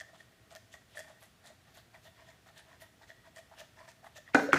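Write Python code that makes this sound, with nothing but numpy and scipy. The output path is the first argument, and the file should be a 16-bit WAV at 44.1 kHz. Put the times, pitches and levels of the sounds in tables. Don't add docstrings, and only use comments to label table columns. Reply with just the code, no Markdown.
import sys
import numpy as np
from scipy import signal
from scipy.fft import rfft, irfft
from scipy.io import wavfile
from scipy.ndimage import uniform_filter1d

SR = 44100
rng = np.random.default_rng(int(sys.argv[2]) if len(sys.argv) > 2 else 0)


def store_pcm(level_fs):
    pcm = np.round(np.clip(level_fs, -1, 1) * 32767).astype(np.int16)
    wavfile.write(sys.argv[1], SR, np.atleast_2d(pcm).T)


def natural_amplitude(level_db):
    exponent = np.asarray(level_db, float) / 20
    return 10 ** exponent


N = 202330

# pitch_hz, level_db (per Hz)
FLOOR_SPECTRUM = [(18, -38), (30, 0.5), (121, -6), (358, -13), (560, -16.5), (639, -21.5), (768, -13),
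                  (831, -20), (1480, -16.5), (2320, -19.5), (3360, -21), (14000, -32), (16400, -33)]
# start_s, length_s, first_air_mode_db, second_air_mode_db, second_hz
LANDINGS = [(.01, 0.028, -57, -56, 1788), (0.07, 0.05, -71, -62, 1840), (0.09, 0.02, -66.5, -68, 1850),
            (0.197, 0.019, -60, -56.5, 1840), (0.528, 0.028, -55, -65, 1920),
            (0.559, 0.013, -57, -56, 1790), (0.744, 0.016, -55, -61, 1940), (0.769, .02, -71, -60.5, 1920),
            (0.954, 0.018, -60, -68, 1840), (0.971, 0.0097, -56, -46, 1750), (1.003, 0.01, -49, -45, 1840),
            (1.04, .02, -61, -68, 1800), (1.085, .04, -70, -72, 1845), (1.16, .04, -70, -66, 1840),
            (1.226, 0.019, -57.5, -58, 1936), (1.453, 0.048, -57, -60.5, 1800),
            (1.508, 0.019, -64, -72, 1910), (1.775, 0.026, -55.5, -59.5, 1810),
            (2.063, 0.032, -60, -59, 1860), (2.292, 0.054, -63, -64, 1880),
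            (2.578, 0.072, -62.5, -67, 1766), (2.823, 0.044, -59, -59, 1880),
            (3.101, 0.025, -61, -56, 1890), (3.176, .05, -80, -63, 1916), (3.378, 0.041, -61, -58.5, 1880),
            (3.596, 0.046, -56.5, -59, 1784), (3.886, 0.0075, -52.5, -59, 1860),
            (4.171, 0.021, -58.5, -51.5, 1775), (4.266, 0.02, -70, -57, 1920)]
# start_s, length_s, wall_db, wall_hz, first_air_mode_db
SLIDES = [(0.153, 0.015, -62.5, 790, -67), (0.511, 0.0071, -69, 806, -54.5),
          (1.099, 0.028, -61, 853, -57.5), (1.686, 0.035, -68.5, 836, -66), (1.952, 0.024, -60, 834, -65),
          (2.198, 0.049, -63, 1110, -60.5), (2.48, 0.025, -61, 790, -66), (2.712, 0.047, -63.5, 1020, -64),
          (3.028, 0.019, -61.5, 890, -59), (3.264, 0.026, -64, 936, -61.5), (3.531, 0.028, -64, 810, -59),
          (3.797, 0.036, -60.5, 990, -58), (3.853, 0.016, -62, 980, -72), (3.912, 0.01, -62, 920, -68),
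          (4.044, 0.0087, -58.5, 790, -66), (4.068, 0.012, -54.5, 790, -78), (4.293, 0.013, -62, 785, -60)]
SWARM_DB = [
    -4.5,
    -4.5,
    -3,
    -1,
]
# pitch_hz, width_hz
AIR_MODES = [
    (648, 44),
    (1850, 115),
    (3400, 240),
]
# factor on the wall pitch, width_hz, level_db
WALL_MODES = [
    (1.011, 145, -1),
    (1.35, 272, -3),
    (1.65, 332, -1.5),
]
# start_s, level_db, pitch_hz
BASE_KNOCKS = [(0.0134, -50.5, 635), (0.0845, -62, 672), (0.1338, -54.5, 660), (0.1596, -69, 696),
               (0.2085, -59, 658), (0.5262, -50, 654), (0.5563, -54, 641), (0.742, -51.5, 653),
               (0.9573, -54.5, 650), (0.9716, -47, 610), (0.9884, -44.5, 614), (1.0046, -46.5, 642),
               (1.0579, -57, 640), (1.1024, -52, 640), (1.2285, -57, 648), (1.4558, -54, 658),
               (1.5046, -53, 630), (1.7743, -53.5, 648), (1.9468, -54.5, 666), (1.9757, -62, 637),
               (2.0551, -55.5, 646), (2.0801, -55.5, 657), (2.2231, -59, 653), (2.2917, -57, 657),
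               (2.4961, -59.5, 658), (2.7355, -60, 677), (2.8218, -52.5, 641), (3.0988, -52.5, 648),
               (3.1182, -57, 656), (3.2743, -56.5, 657), (3.3696, -50, 647), (3.3911, -50, 650),
               (3.5195, -55, 672), (3.5775, -57, 635), (3.6017, -48.5, 629), (3.6167, -50.5, 628),
               (3.8115, -52.5, 633), (3.8411, -59, 667), (3.8791, -55, 633), (4.031, -56, 722),
               (4.0427, -53, 665), (4.0667, -53.5, 695), (4.16, -53, 625), (4.1861, -48.5, 620),
               (4.2949, -58, 670)]
# start_s, level_db, pitch_hz
SIDE_KNOCKS = [(0.0007, -41, 1900), (0.0094, -35.5, 1830), (0.0155, -48, 1780), (0.022, -50, 1760),
               (0.0355, -51, 1800), (0.0477, -55, 1840), (0.2059, -47, 1830), (0.557, -49, 1790),
               (0.5669, -47, 1780), (0.7398, -42, 1903), (0.7537, -53, 2000), (0.9525, -54, 1920),
               (0.972, -38.5, 1830), (0.9793, -37.5, 1757), (0.9915, -37.5, 1836), (1.0063, -41, 1835),
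               (1.0192, -51, 1790), (1.0327, -54, 1830), (1.0466, -53, 1840), (1.0792, -55, 1880),
               (1.4551, -52, 1800), (1.7727, -55, 1850), (1.9435, -52, 2370), (1.9497, -50, 1960),
               (1.9596, -51, 1920), (2.2888, -54, 1860), (2.316, -59, 1914), (2.489, -54, 1880),
               (2.5772, -59, 1720), (2.7294, -54.5, 1840), (2.819, -47.5, 1900), (2.8409, -54, 1900),
               (3.0385, -52.5, 1850), (3.0917, -55, 1800), (3.1026, -42.5, 1850), (3.1149, -51, 1780),
               (3.3622, -49.5, 1840), (3.3695, -46, 1880), (3.3831, -49.5, 1826), (3.5789, -52, 1740),
               (3.6031, -54, 1800), (3.6121, -45.5, 1780), (3.7906, -48.5, 1940), (3.7966, -58, 1970),
               (3.8034, -61, 1800), (3.8785, -52, 1770), (3.8866, -50.5, 1870), (3.9173, -61, 1830),
               (4.0541, -63, 1770), (4.0656, -49.5, 1950), (4.0749, -55, 1820), (4.1664, -54, 1900),
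               (4.183, -47, 1776), (4.2683, -53, 1920), (4.2772, -46.5, 1840), (4.2858, -52, 1810)]
# start_s, level_db, pitch_hz
WALL_KNOCKS = [(0.0133, -52, 1230), (0.1387, -59, 1010), (0.1473, -55, 846), (0.159, -58, 960),
               (0.5499, -55, 1030), (0.5612, -57, 1080), (0.7409, -54, 1180), (0.753, -58, 1090),
               (0.9753, -61, 970), (0.9904, -53, 935), (1.0776, -59, 950), (1.0999, -57, 1020),
               (1.4642, -61, 1003), (1.7744, -57, 1110), (1.9422, -55, 940), (1.9639, -56, 970),
               (2.1898, -59, 990), (2.1995, -53, 1030), (2.4861, -58, 870), (2.7167, -55, 1070),
               (2.7341, -57, 1000), (3.0134, -51.5, 855), (3.2539, -61, 1110), (3.2644, -55, 1010),
               (3.365, -54, 1050), (3.3756, -56, 1200), (3.5138, -52, 855), (3.5225, -56, 980),
               (3.5381, -47, 864), (3.587, -58, 1010), (3.5966, -61, 950), (3.6119, -57, 1270),
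               (3.7794, -53, 920), (3.7875, -55, 1020), (3.804, -47.5, 960), (3.8142, -53, 1020),
               (3.8296, -52, 1100), (3.8556, -54, 1010), (3.8811, -57, 1080), (4.0444, -48, 885),
               (4.0558, -56, 910), (4.0731, -51, 883), (4.1635, -57, 910), (4.2985, -55, 1100),
               (4.3165, -57, 930)]
# start_s, peak_db, pitch_hz
DICE_CLICKS = [(0.0016, -41, 5960), (0.0066, -48, 6370), (0.01, -47, 6200), (0.015, -47, 6010),
               (0.018, -47, 5500), (0.5085, -51, 5000), (0.5161, -53, 6510), (0.5251, -55, 6830),
               (0.5517, -42, 5900), (0.5625, -45, 6000), (0.566, -52, 5720), (0.7333, -54, 6150),
               (0.7401, -50, 7900), (0.9543, -53, 6670), (0.9588, -53, 8930), (0.9654, -56, 7810),
               (0.971, -52, 7600), (0.9745, -49, 8040), (0.9818, -54, 7840), (0.9924, -41, 9600),
               (0.9953, -54, 7000), (0.998, -41, 8100), (1.001, -45, 7000), (1.0036, -47, 7190),
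               (1.0079, -56, 7000), (1.0282, -57, 5550), (1.0843, -55, 6070), (1.229, -50, 10630),
               (1.236, -51, 10400), (1.24, -58, 9260), (1.4616, -49, 7350), (1.4734, -51, 7270),
               (1.7477, -59, 7330), (1.7725, -55, 7780), (1.7747, -57, 8590), (1.78, -59, 7300),
               (2.579, -49, 5560), (2.583, -50, 6410), (2.5911, -57, 7010), (2.821, -50, 10100),
               (2.825, -56, 8630), (3.3622, -47, 7510), (3.3661, -56, 6540), (3.372, -56, 6030),
               (3.3757, -54, 6990), (3.3917, -56, 6480), (3.585, -56, 5610), (3.588, -48, 5310),
               (3.5946, -54, 6460), (3.599, -50, 6550), (3.6054, -45, 6760), (3.6069, -52, 6560),
               (3.6108, -52, 6570), (3.8799, -57, 6140), (3.8903, -53, 5560), (3.9173, -52, 6320),
               (4.1593, -55, 7790), (4.167, -49, 5570), (4.1723, -47, 6590), (4.1803, -48, 6050)]
# start_s, peak_db, pitch_hz
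RIM_CLICKS = [
    (4.5316, -34, 7100),
    (4.538, -33.5, 6930),
    (4.5435, -34, 7230),
    (4.5635, -40, 4750),
]
# start_s, length_s, slow_scuff_db, fast_fizz_db, fizz_centre_hz
SKIDS = [(.002, 0.026, -59, -68, 8400), (0.205, 0.043, -68.5, -72, 8600), (0.523, 0.031, -64.5, -66, 8400),
         (0.563, 0.013, -60, -62.5, 9000), (0.739, 0.029, -59, -65, 11300),
         (0.977, 0.019, -69, -52.5, 9150), (.978, 0.1, -61, -73, 9350), (1.235, 0.051, -64.5, -64.5, 11500),
         (1.471, 0.044, -61.5, -63.5, 8700), (1.75, 0.0099, -69, -68, 11400),
         (1.777, 0.043, -60, -68, 11600), (2.063, 0.05, -62.5, -70, 11500),
         (2.299, 0.037, -61.5, -79, 10500), (2.584, 0.037, -58.5, -65.5, 9500),
         (2.821, 0.027, -57.5, -63.5, 10800), (3.097, 0.035, -61.5, -75, 10500),
         (3.381, 0.031, -56.5, -63, 9500), (3.599, 0.031, -54, -62.5, 11200),
         (3.891, 0.021, -56, -67.5, 9600), (4.17, 0.026, -57.5, -67, 10500),
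         (4.43, 0.053, -72, -57.5, 13500)]
# pitch_hz, level_db
SCUFF_SPECTRUM = [(1500, 9.5), (2500, 0.5), (3400, 6), (5000, -2), (7500, -4.5), (10000, -28), (15000, -16)]
# pitch as a factor on its centre, level_db
FIZZ_SPECTRUM = [(.2, -30), (.55, -12.5), (.78, -6), (1.01, 2), (1.25, -7), (1.8, -26)]
# start_s, level_db, tilt_db per octave, rim_crack_db
SLAMS = [
    (4.347, -23.5, 4, -27),
    (4.534, -26, -5, -33.5),
]
# pitch_hz, then in the same order level_db, t60_s
TABLE_HZ = [66, 110, 163, 282, 431, 500, 569, 627, 681, 748, 776, 1513, 1637, 257]
TABLE_RING = [(-23, 0.93), (-19, 0.46), (-13, 0.31), (-8.5, 1), (-9, 0.61), (1, 0.092), (-1.5, 0.078),
              (-39, 0.19), (-0.5, 0.075), (-9.5, 0.22), (-7, 0.21), (-4, 0.11), (-4.5, 0.054), (-16, 0.27)]
# start_s, thud_db, thud_hz, cup_db, cup pitch factor
BLOWS = [(4.346, -41, 350, -11.5, 1), (4.3477, -18, 275, -14, 1.27), (4.349, -38, 727, -7, 1.07),
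         (4.3511, -18.5, 278, -3, 1.08), (4.3544, -30, 270, -6.5, 1.06), (4.368, -25, 612, -14, 0.66),
         (4.378, -26, 786, -44, 1.3), (4.392, -27, 532, -23, 1.34), (4.397, -24.5, 443, -21, 0.76),
         (4.405, -26, 638, -34, 1.15), (4.423, -30, 598, -36, 1.5), (4.457, -46, 424, -46, 1.6),
         (4.488, -22, 549, -36, 1.4), (4.5307, -29, 495, -10.5, 0.91), (4.5312, -36, 1010, 4.5, 0.96),
         (4.535, -18, 360, -13, 1.04), (4.541, -25, 270, -4.5, 0.94), (4.546, -32, 504, -16, 1.3),
         (4.551, -34, 310, -20, 1.03), (4.557, -28, 677, -14, 0.79)]
# pitch_hz, level_db, t60_s
CUP_MODES = [(1256, -12.5, 0.012), (1470, 4.5, 0.0069), (1880, -14.5, 0.017), (2287, -14.5, 0.015),
             (3520, -25, 0.013)]
# pitch_hz, level_db
CRACK_SPECTRUM = [(300, -37), (2000, 10.5), (3000, 0.5), (4500, 1), (7000, 0), (9000, -9.5), (13500, -20),
                  (16000, -24)]
# time from the slam_s, level_db
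LEAD_IN = [
    (-.013, -47),
    (-.008, -36.5),
    (-.002, -35),
    (.003, -90),
]
# start_s, level_db, pitch_hz
CHATTER = [(4.3613, -20, 1550), (4.3674, -29, 1390), (4.3713, -32, 1470), (4.3816, -30, 1535),
           (4.3864, -30.0, 1420.0), (4.392, -24, 1550.0), (4.3991, -26, 1570.0), (4.4028, -29, 1650.0),
           (4.4125, -31, 1490.0), (4.4188, -35, 1700), (4.423, -39, 1420.0), (4.4284, -41, 1690),
           (4.4315, -39, 1430.0), (4.4393, -44, 1630.0), (4.444, -43, 1650.0), (4.4552, -37.0, 1800.0),
           (4.4654, -41, 1430.0), (4.4692, -38.0, 1600), (4.4761, -40.0, 1580), (4.4832, -36, 1580),
           (4.4866, -45.0, 1621), (4.4925, -40, 1370.0), (4.497, -40.0, 1416), (4.506, -35, 1660),
           (4.5122, -33, 1517), (4.5204, -40, 1980), (4.5569, -30, 1350.0), (4.5648, -24, 1650.0),
           (4.5703, -22, 1650), (4.5745, -23, 1900.0), (4.5777, -30, 1470.0), (4.581, -23, 1790.0),
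           (4.5859, -27, 1730.0)]
# start_s, level_db
DRAG = [
    (4.553, -53),
    (4.563, -31.5),
    (4.574, -36),
    (4.584, -33),
    (4.59, -30),
]
# pitch_hz, level_db
DRAG_SPECTRUM = [(300, -55), (900, -8), (1900, 2), (2500, -4), (3200, -23), (5000, -13), (9000, -30),
                 (15000, -34)]
# pitch_hz, t60_s
ROOM_DECAY = [(150, 0.62), (600, 0.45), (2000, 0.49), (5000, 0.58), (12000, 0.4)]
# pitch_hz, level_db
MIC_RESPONSE = [(20, -66), (45, -10), (80, 0), (15500, -2), (16000, -51), (16400, -58)]


def evened(x):
    return x / np.sqrt(np.mean(x ** 2) + 1e-20)


def read(points, hz):
    f, value = np.transpose(points)
    return np.interp(np.log(hz + 1), np.log(f + 1), value)


def envelope(t, points):
    return natural_amplitude(np.interp(t, *np.transpose(points), left=-120))


def add(mix, s, sound):
    part = mix[max(round(s * SR), 0):][:len(sound)]
    part += sound[:len(part)]


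def colour(x, points):
    hz = np.fft.rfftfreq(len(x), 1 / SR)
    return irfft(rfft(x) * natural_amplitude(read(points, hz)), len(x))


def resonate(x, hz, width):
    turn = np.exp(2j * np.pi * np.cumsum(hz * np.ones(len(x))) / SR)
    r = np.exp(-np.pi * width / SR)
    smooth = signal.lfilter([1], [1, -r], x / turn)
    return (turn * smooth).real * np.sqrt(2 * (1 - r * r))


def hollow(x, hz, width):
    return resonate(resonate(x, hz, width), hz, 3 * width) * np.sqrt(np.pi * 4 * width / SR)


def ring(modes, rise, pitch=1, count=13000):
    t = np.arange(count) / SR
    tones = sum(natural_amplitude(db - 60 * t / t60) * np.sin(2 * np.pi * hz * pitch * t) for hz, db, t60 in modes)
    return tones * (1 - np.exp(-t / rise))


def strikes(rows, lift_db, rise, t60, lead=0):
    out, t = np.zeros(N), np.arange(4000) / SR
    swell = np.sin(np.pi / 2 * np.minimum(t / (lead + 1e-5), 1)) ** 2
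    for s, db, hz in rows:
        add(out, s - lead, swell * ring([(hz, db + lift_db, t60)], rise, count=4000))
    return out


def grit(per_s, spread_db):
    size = natural_amplitude(spread_db * np.minimum(rng.exponential(1, N), 4)) * rng.standard_normal(N)
    return evened(size * (rng.random(N) < per_s / SR))


def swells(s, length, gains, rise, fall):
    t = np.arange(N) / SR
    coarse = t[::32]
    phase = (coarse[:, None] - s) / np.maximum(length, .003)
    bump = np.exp(-np.where(phase < 0, rise, fall) * phase ** 2)
    return [np.interp(t, coarse, bump @ gain) for gain in gains]


def floor():
    hiss = natural_amplitude(-63.5) * evened(colour(rng.standard_normal(N), FLOOR_SPECTRUM))
    return hiss + natural_amplitude(-73) * resonate(rng.standard_normal(N), hz=112, width=18)


def tumbles():
    t = np.arange(N) / SR
    s, length, low_db, second_db, second_hz = np.transpose(LANDINGS)
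    run_s, run_length, wall_db, grip_hz, run_low_db = np.transpose(SLIDES)
    landed = swells(s, length, natural_amplitude([low_db, low_db - 4.5, second_db]), 4.2, 1.17)
    slid = swells(run_s, run_length, natural_amplitude([run_low_db, wall_db, wall_db - 1.5]), 1.43, 1.2)
    low_trim, second_trim, wall_trim, _ = natural_amplitude(SWARM_DB)
    low, wall, second = np.add(landed, slid)
    lag_s, roll_s, roll_db = 0.049, 0.03, -20.5
    roll = swells(s + lag_s, roll_s, natural_amplitude([second_db + roll_db]), 2.5, 1.6)[0]

    low_taps = low * low_trim * grit(2000, 1.5) + natural_amplitude(-77) * grit(2000, 1.5)
    out = hollow(low_taps, *AIR_MODES[0])
    taps = (second * second_trim + roll) * grit(4000, 1.0) + natural_amplitude(-79) * grit(2000, 1.5)
    out += hollow(taps, np.interp(t, s, second_hz), 80)
    out += natural_amplitude(-10) * hollow(taps, AIR_MODES[2][0], 120)

    wall_taps = wall * wall_trim * grit(1500, 1.8)
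    wall_hz = np.interp(t, run_s, grip_hz)
    for factor, width, db in WALL_MODES:
        out += natural_amplitude(db) * hollow(wall_taps, factor * wall_hz, width)

    out += strikes(SIDE_KNOCKS, 5.7, rise=0.00071, t60=0.021)
    third_mode = np.multiply(SIDE_KNOCKS, [1, 1, 1.82])
    out += strikes(third_mode, -10, rise=0.00097, t60=0.026)
    out += strikes(BASE_KNOCKS, 8.4, rise=0.0028, t60=0.055, lead=0.002945)
    return out + strikes(WALL_KNOCKS, 5.6, rise=0.001, t60=0.02)


def ticks():
    out, t = np.zeros(N), np.arange(-12, 160) / SR
    shape = np.exp(-np.where(t < 0, -t / .00005, t / 0.00014))
    skitter = natural_amplitude(-21) * (t > 0) * np.exp(-t / 0.001)
    for s, db, hz in DICE_CLICKS + RIM_CLICKS:
        phase = 2 * np.pi * hz * t
        tick = np.sin(phase) + 0.18 * np.cos(1.55 * phase) + 0.64 * np.sin(0.65 * phase)
        tick += .5 * rng.standard_normal(len(t))
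        add(out, s - .0003, natural_amplitude(db + 8.0) * (shape * tick + skitter * rng.standard_normal(len(t))))
    return signal.sosfilt(signal.butter(2, 13500, fs=SR, output="sos"), out)


def skids():
    s, length, scuff_db, fizz_db, fizz_hz = np.transpose(SKIDS)
    run_s, run_length, wall_db = np.transpose(SLIDES)[:3]
    landed = swells(s, length, natural_amplitude([scuff_db, fizz_db]), 2.3, 2.0)
    slid = swells(run_s, 1.47 * run_length, natural_amplitude([wall_db - 5.5, wall_db - 17]), 2.8, 1.7)
    scuff, fizz = np.add(landed, slid) * natural_amplitude(SWARM_DB[3])
    out, centre = np.zeros(N), np.interp(np.arange(N) / SR, s, fizz_hz)
    for hz in np.geomspace(1800, 15000, num=18):
        cycles = np.arange(round(6 * SR / hz)) * hz / SR
        grain = np.hanning(len(cycles)) * np.sin(2 * np.pi * cycles)
        level = scuff * natural_amplitude(read(SCUFF_SPECTRUM, hz))
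        level += fizz * natural_amplitude(np.interp(hz / centre, *np.transpose(FIZZ_SPECTRUM)))
        patch = evened(uniform_filter1d(rng.standard_normal(N // 441 + 2), size=7))
        level *= natural_amplitude(np.interp(np.arange(N) / 441, np.arange(len(patch)), 4 * patch))
        grains = evened(signal.oaconvolve(grit(1500, 1.6), grain)[:N])
        out += level * np.sqrt(hz / 60000) * grains
    return out


def slam():
    out, rim = np.zeros(N), np.zeros(N)
    t, clock = np.arange(1024) / SR, np.arange(N) / SR
    for s, db, tilt, _ in SLAMS:
        modes = [(hz, level + tilt * np.log2(hz / 300), t60) for hz, (level, t60) in zip(TABLE_HZ, TABLE_RING)]
        add(out, s, natural_amplitude(db) * ring(modes, rise=0.0005))
    for s, thud_db, thud_hz, cup_db, pitch in BLOWS:
        start, _, _, first_db = SLAMS[int(s > 4.51)]
        crack_db = first_db - 26.5 * (1 - np.exp((start - s) / 0.013))
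        crack = evened(colour(rng.standard_normal(1024), CRACK_SPECTRUM)) * np.exp(-t / 0.0018)
        add(out, s, ring([(thud_hz, thud_db, .06)], rise=0.00094))
        add(out, s, natural_amplitude(cup_db) * ring(CUP_MODES, 0.0011, pitch))
        add(out, s, natural_amplitude(crack_db) * crack)
        at = round(start * SR)
        rim[at] = np.hypot(rim[at], natural_amplitude(crack_db + 17.0))
    out += strikes(CHATTER, 3, rise=0.00059, t60=0.012)
    lead_in = natural_amplitude(-4) * envelope(clock - 4.348, LEAD_IN) + natural_amplitude(-1) * envelope(clock - 4.532, LEAD_IN)
    out += hollow(lead_in * rng.standard_normal(N), hz=2130, width=440)
    out += envelope(clock, DRAG) * evened(colour(grit(6000, 1.2), DRAG_SPECTRUM))
    body = signal.sosfilt(signal.butter(2, 110, "high", fs=SR, output="sos"), out)
    return body, colour(rim, CRACK_SPECTRUM)


def room(x):
    out, turn = np.zeros(N), np.arange(N) / SR * 40 * np.pi
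    for k in range(3):
        taps = np.zeros(SR)
        at = np.arange(260, SR - 20, 20)
        at = at + rng.integers(0, 20, len(at))
        taps[at] = rng.choice([-1., 1.], len(at))
        hz, t, z = signal.stft(taps, SR, nperseg=256)
        decay = natural_amplitude(-60 * t / read(ROOM_DECAY, hz)[:, None])
        tail = signal.istft(z * decay, SR, nperseg=256)[1]
        share = np.sqrt(2 / 3) * np.cos(turn + k * np.pi / 3)
        out += signal.fftconvolve(x * share, tail / np.linalg.norm(tail))[:N]
    return out


def scene():
    hollows = tumbles()
    hiss = skids() + ticks()
    body, rim = slam()
    wet = room(natural_amplitude(-12.5) * hollows + natural_amplitude(-8.0) * hiss + natural_amplitude(-10.0) * body + rim)
    return (hollows + hiss + body + wet + floor())[None]


def roll_off(x):
    return signal.sosfilt(signal.butter(12, 16500, fs=SR, output="sos"), x)


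def record(dry):
    end_s, fade_s = 4.588, .001
    heard = colour(np.pad(dry[0], (0, SR)), MIC_RESPONSE)[:N]
    heard = heard * np.clip((end_s - np.arange(N) / SR) / fade_s, 0, 1)
    return roll_off(heard[None])


dry = scene()
out = record(dry)
store_pcm(out)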